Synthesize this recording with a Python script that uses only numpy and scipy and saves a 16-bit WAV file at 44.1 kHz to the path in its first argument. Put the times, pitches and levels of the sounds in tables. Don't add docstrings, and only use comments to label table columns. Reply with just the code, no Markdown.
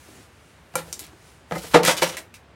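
import sys
import numpy as np
from scipy import signal
from scipy.fft import rfft, irfft, next_fast_len
from scipy.io import wavfile
from scipy.ndimage import uniform_filter1d

SR = 44100
rng = np.random.default_rng(int(sys.argv[2]) if len(sys.argv) > 2 else 0)


def wav_out(sig):
    wavfile.write(sys.argv[1], SR, np.round(np.clip(np.atleast_2d(sig).T, -1, 1) * 32767).astype(np.int16))


def gain_from_db(level_db):
    decades = np.asarray(level_db, float) / 20
    return 10 ** decades


N = 112454

# frequency in Hz, density in dB per Hz.
TRAFFIC_SPECTRUM = [(25, -7), (70, 0), (230, -11), (1500, -19.5), (2400, -23), (9500, -46), (11500, -59),
                    (16000, -68)]
# time in seconds, level in dB.
ENGINE_LEVEL = [(0.0, -54), (0.03, -54.5), (0.52, -77), (0.89, -48.5), (1.44, -90), (1.52, -46),
                (1.71, -42), (1.78, -40), (1.81, -60), (2.55, -74.5)]
# frequency in Hz, density in dB per Hz.
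ENGINE_SPECTRUM = [(40, -30), (58, -5), (71, 0), (85, -5), (120, -30)]
# time in seconds, level in dB.
SCUFF_LEVEL = [(0, -58.5), (.12, -52.5), (.24, -55.5), (.29, -65), (.5, -60), (.7, -70), (.9, -55),
               (1.1, -64), (1.18, -61), (1.28, -54.5), (1.45, -66.5), (2.25, -84), (2.55, -88)]
# frequency in Hz, density in dB per Hz.
SCUFF_SPECTRUM = [(500, -11), (1500, 2.5), (4000, -1.5), (10000, -3.5), (11500, -9), (16000, -7)]
# start in seconds, length in seconds, level in dB, grain pitch in Hz.
CRUNCHES = [(.02, 0.19, -47.5, 350), (.85, 0.29, -48, 396), (0.759, 0.029, -32.5, 2500),
            (0.99, 0.08, -49, 6700), (1.8505, 0.00205, -9, 1760), (2.015, 0.054, -30.5, 1930),
            (2.168, 0.031, -40, 1110), (1.514, 0.039, -32, 1300), (1.545, 0.038, -40, 9700),
            (1.615, 0.02, -39.5, 9600), (1.644, .03, -42, 9200), (1.699, 0.033, -41.5, 4630),
            (1.734, 0.014, -12.5, 2500), (1.742, 0.018, -16.5, 2240), (1.826, 0.023, -25, 4780),
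            (1.853, 0.025, -16, 5250), (1.876, 0.033, -19, 6140), (1.963, 0.021, -27, 6500),
            (2.012, .018, -20, 5100), (2.017, 0.01, -19.5, 11100), (2.053, 0.042, -33, 7250),
            (2.121, 0.022, -35.5, 4000), (2.17, 0.016, -36, 6500), (2.337, 0.016, -47.5, 7100)]
# start in seconds, peak in dB, pitch in Hz, bandwidth over pitch,
# rattle decay in seconds.
SNAPS = [(.738, -39, 4500, 0.59, 0.012), (0.7552, -6.5, 9500, 0.41, 0.0057),
         (0.759, -11.5, 7540, 0.33, 0.0022), (0.928, -11.5, 6300, 0.38, 0.0078),
         (.9935, -12.5, 10500, 2.4, 0.014), (1.067, -31, 10100, 1.1, .003),
         (1.834, -8.5, 2500, 0.59, 0.0052), (1.851, 2, 1760, 0.3, 0.0062), (1.968, -15, 2310, 3.3, 0.024),
         (2.122, -24, 1910, 0.47, 0.0054), (2.1695, -13, 2100, 0.23, 0.013),
         (2.3411, -27, 2320, 0.23, 0.013)]
# start in seconds, peak in dB, blow length in seconds,
# board pitch in Hz, floor boom in dB.
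KNOCKS = [(.739, -36, 0.0015, 690, 16), (.7545, -12, 0.00096, 563, 3.5), (1.128, -40.5, 0.0028, 367, 7),
          (1.5105, -19, 0.00089, 480, 2), (1.52, -16.5, 0.002, 503, 14), (1.557, -21, 0.0017, 525, 13),
          (1.634, -28.5, 0.0086, 486, -1), (1.742, 0.5, 0.0041, 504.2, 5), (1.755, -5, 0.0018, 503, 0),
          (1.836, -18, 0.0034, 495, 11), (1.878, -9, 0.0034, 544.2, 10), (1.893, -15, 0.0044, 597, 10),
          (2.021, -7, 0.002, 556.6, -1), (2.066, -30, 0.004, 556, 9)]
# multiple of the board pitch, level in dB, 60 dB decay in seconds.
BOARD_MODES = [(.62, -8, 0.1), (.83, -12, 0.055), (.92, -1, 0.096), (1.01, -0.5, 0.08), (1.16, -6.5, 0.076),
               (1.38, -3.5, 0.083), (1.52, -7.5, 0.09), (1.68, -7, 0.091), (1.82, -7.5, 0.064),
               (2, -9, 0.058), (2.4, -4, 0.048), (2.95, -10, 0.044), (3.5, -10, 0.058), (4.1, -6.5, 0.062)]
# delay in seconds, level in dB.
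ECHOES = [(.003, -10.5), (.006, -22.5), (.013, -12), (0.023, -21.5)]
# frequency in Hz, 60 dB decay in seconds.
ROOM_DECAY = [(150, 0.47), (300, 0.38), (600, 0.28), (2800, 0.18), (7000, 0.17), (14000, 0.2)]
# frequency in Hz, gain in dB.
MICROPHONE = [(30, -47), (60, -2.5), (150, -2.5), (9000, 1.5), (11500, 0), (15000, -5.5)]


def unit(x):
    return x / np.sqrt(np.mean(x ** 2) + 1e-20)


def along(points, hz):
    f, value = np.transpose(points)
    return np.interp(np.log(hz + 1), np.log(f + 1), value)


def level(rows):
    s, db = np.transpose(rows)
    return gain_from_db(np.interp(np.arange(N) / SR, s, db))


def filtered(x, response):
    size = next_fast_len(len(x) + 8192)
    spectrum = rfft(x, size) * response(np.fft.rfftfreq(size, 1 / SR))
    return irfft(spectrum, size)[:len(x)]


def resonance(f, hz, width_hz):
    return 1j * f * width_hz / (hz * hz - f * f + 1j * f * width_hz)


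def add(track, s, peak_db, sound):
    part = track[round(s * SR):][:len(sound)]
    part += gain_from_db(peak_db) * sound[:len(part)] / np.abs(sound).max()


def rush(spectrum, patchy_db):
    z = signal.stft(rng.standard_normal(N), nperseg=512)[2]
    patches = uniform_filter1d(rng.standard_normal(z.shape), size=5, axis=0)
    patches = uniform_filter1d(patches, size=10, axis=1)
    noise = signal.istft(z * gain_from_db(patchy_db * unit(patches)), nperseg=512)[1][:N]
    return unit(filtered(noise, lambda hz: gain_from_db(along(spectrum, hz))))


def far_traffic():
    patchy_db = 0.8
    wash = gain_from_db(-50) * rush(TRAFFIC_SPECTRUM, patchy_db)
    engine = level(ENGINE_LEVEL) * rush(ENGINE_SPECTRUM, patchy_db)
    return wash + engine


def scuff():
    return level(SCUFF_LEVEL) * rush(SCUFF_SPECTRUM, patchy_db=1)


def crunch(count=600, size=128, clumps=12):
    rise_s, t60_s, clump_s = 0.0016, 0.04, 0.004
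    pitch_spread, scatter_db, ring_cycles = 0.72, 2.5, 1.4
    out, k = np.zeros(N), np.arange(size)
    for s, length, db, hz in CRUNCHES:
        clump = rng.integers(clumps, size=(count, 1))
        late = rng.exponential(size=(count, 1))
        pitch = rng.standard_normal((count, 1))
        big = rng.exponential(size=(count, 1))
        start = length * rng.random(clumps)[clump] + clump_s * rng.random((count, 1))
        start = start + late * t60_s / np.log(1000)
        cycles = np.clip(hz * np.exp(pitch_spread * pitch), 250, 15500) * k / SR
        gain = gain_from_db(scatter_db * big) * (1 - np.exp(-start / rise_s))
        grains = gain * np.sin(2 * np.pi * cycles) * np.exp(-cycles / ring_cycles * 2)
        index = np.round((s + start) * SR).astype(int) + k
        cloud = np.bincount(index.ravel(), grains.ravel(), N)[:N]
        out += gain_from_db(db) * cloud / np.sqrt((cloud ** 2).sum() / (length * SR))
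    return filtered(out, lambda f: (1j * f / (180 + 1j * f)) ** 2)


def snaps():
    rattle_db, broad_db = -32.5, -12
    out, t = np.zeros(N), np.arange(SR // 8) / SR
    for s, peak_db, hz, width, rattle_s in SNAPS:
        clicks = gain_from_db(rattle_db) * rng.standard_normal(len(t)) ** 3 * np.exp(-t / rattle_s)
        clicks[0] += 1

        def bit(f):
            return resonance(f, hz, width * hz) + gain_from_db(broad_db) * resonance(f, 3300, 18000)

        add(out, s, peak_db, filtered(clicks, bit))
    return out


def knocks():
    detune, scatter_db, rough = 0.028, 2, 0.5
    grit_db, grit_hz, grit_width_hz = -9, 1300, 2500
    boom_hz, boom_t60_s, boom_rise_s, floor_db = 169.75, 0.21, 0.0027, -21
    out, t = np.zeros(N), np.arange(SR // 4) / SR
    ratio, db, t60 = np.transpose(BOARD_MODES)[:, :, None]
    boom = np.sin(2 * np.pi * boom_hz * t) * gain_from_db(-60 * t / boom_t60_s)
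    boom = boom * (1 - np.exp(-t / boom_rise_s))
    for s, peak_db, length, hz, boom_db in KNOCKS:
        u = t / length
        off, size, phase = rng.standard_normal((3, *db.shape))
        steps = rng.standard_normal((len(db), len(t) // 256 + 1))
        chatter = 1 + rough * np.repeat(steps, 256, axis=1)[:, :len(t)]
        chatter = uniform_filter1d(chatter, size=256)
        fall = gain_from_db(db + scatter_db * size - 60 * t / t60)
        modes = chatter * fall * np.sin(2 * np.pi * (hz * ratio * (1 + detune * off) * t + phase))
        add(out, s, peak_db, modes.sum(0) * (1 - np.exp(-u ** 2)))
        grit = u * np.exp(-u) * rng.standard_normal(len(t))
        grit = filtered(grit, lambda f: resonance(f, grit_hz, grit_width_hz) ** 2)
        add(out, s, peak_db + grit_db, grit)
        add(out, s, peak_db + floor_db + boom_db, boom)
    return out


def room(x, places=16):
    room_db, onset_s, long_db, long_stretch = -5, 0.0077, -36, 1.93
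    out = x.copy()
    for delay, db in ECHOES:
        out += gain_from_db(db) * np.pad(x, (round(delay * SR), 0))[:N]
    place = np.arange(N) * places / N
    for k in range(places + 1):
        hz, t, z = signal.stft(rng.standard_normal(SR // 2), SR, nperseg=256)
        fall = -60 * t / along(ROOM_DECAY, hz)[:, None]
        decay = gain_from_db(fall) + gain_from_db(long_db + fall / long_stretch)
        tail = signal.istft(z * decay, SR, nperseg=256)[1]
        tail = tail * (1 - np.exp(-(np.arange(len(tail)) / SR / onset_s) ** 2))
        share = np.clip(1 - abs(place - k), 0, 1)
        out += gain_from_db(room_db) * signal.fftconvolve(x * share, tail / np.linalg.norm(tail))[:N]
    return out


def scene():
    background = far_traffic() + scuff()
    debris = crunch() + snaps()
    boards = gain_from_db(1) * knocks()
    wet = gain_from_db(-5)
    return (room(wet * boards + debris) + (1 - wet) * boards + background)[None]


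def roll_off(x):
    return signal.sosfilt(signal.butter(12, 16810, fs=SR, output="sos"), x)


def record(dry):
    top_hz, edge_hz, edge_db = 15850, 16800, -36
    x = filtered(dry[0], lambda hz: gain_from_db(along(MICROPHONE, hz)))
    x = x / (1 + abs(x) ** 8) ** (1 / 8)
    x = filtered(x, lambda hz: np.where(hz < top_hz, 1, gain_from_db(edge_db) * (hz < edge_hz)))
    return roll_off(x[None])


dry = scene()
out = record(dry)
wav_out(out)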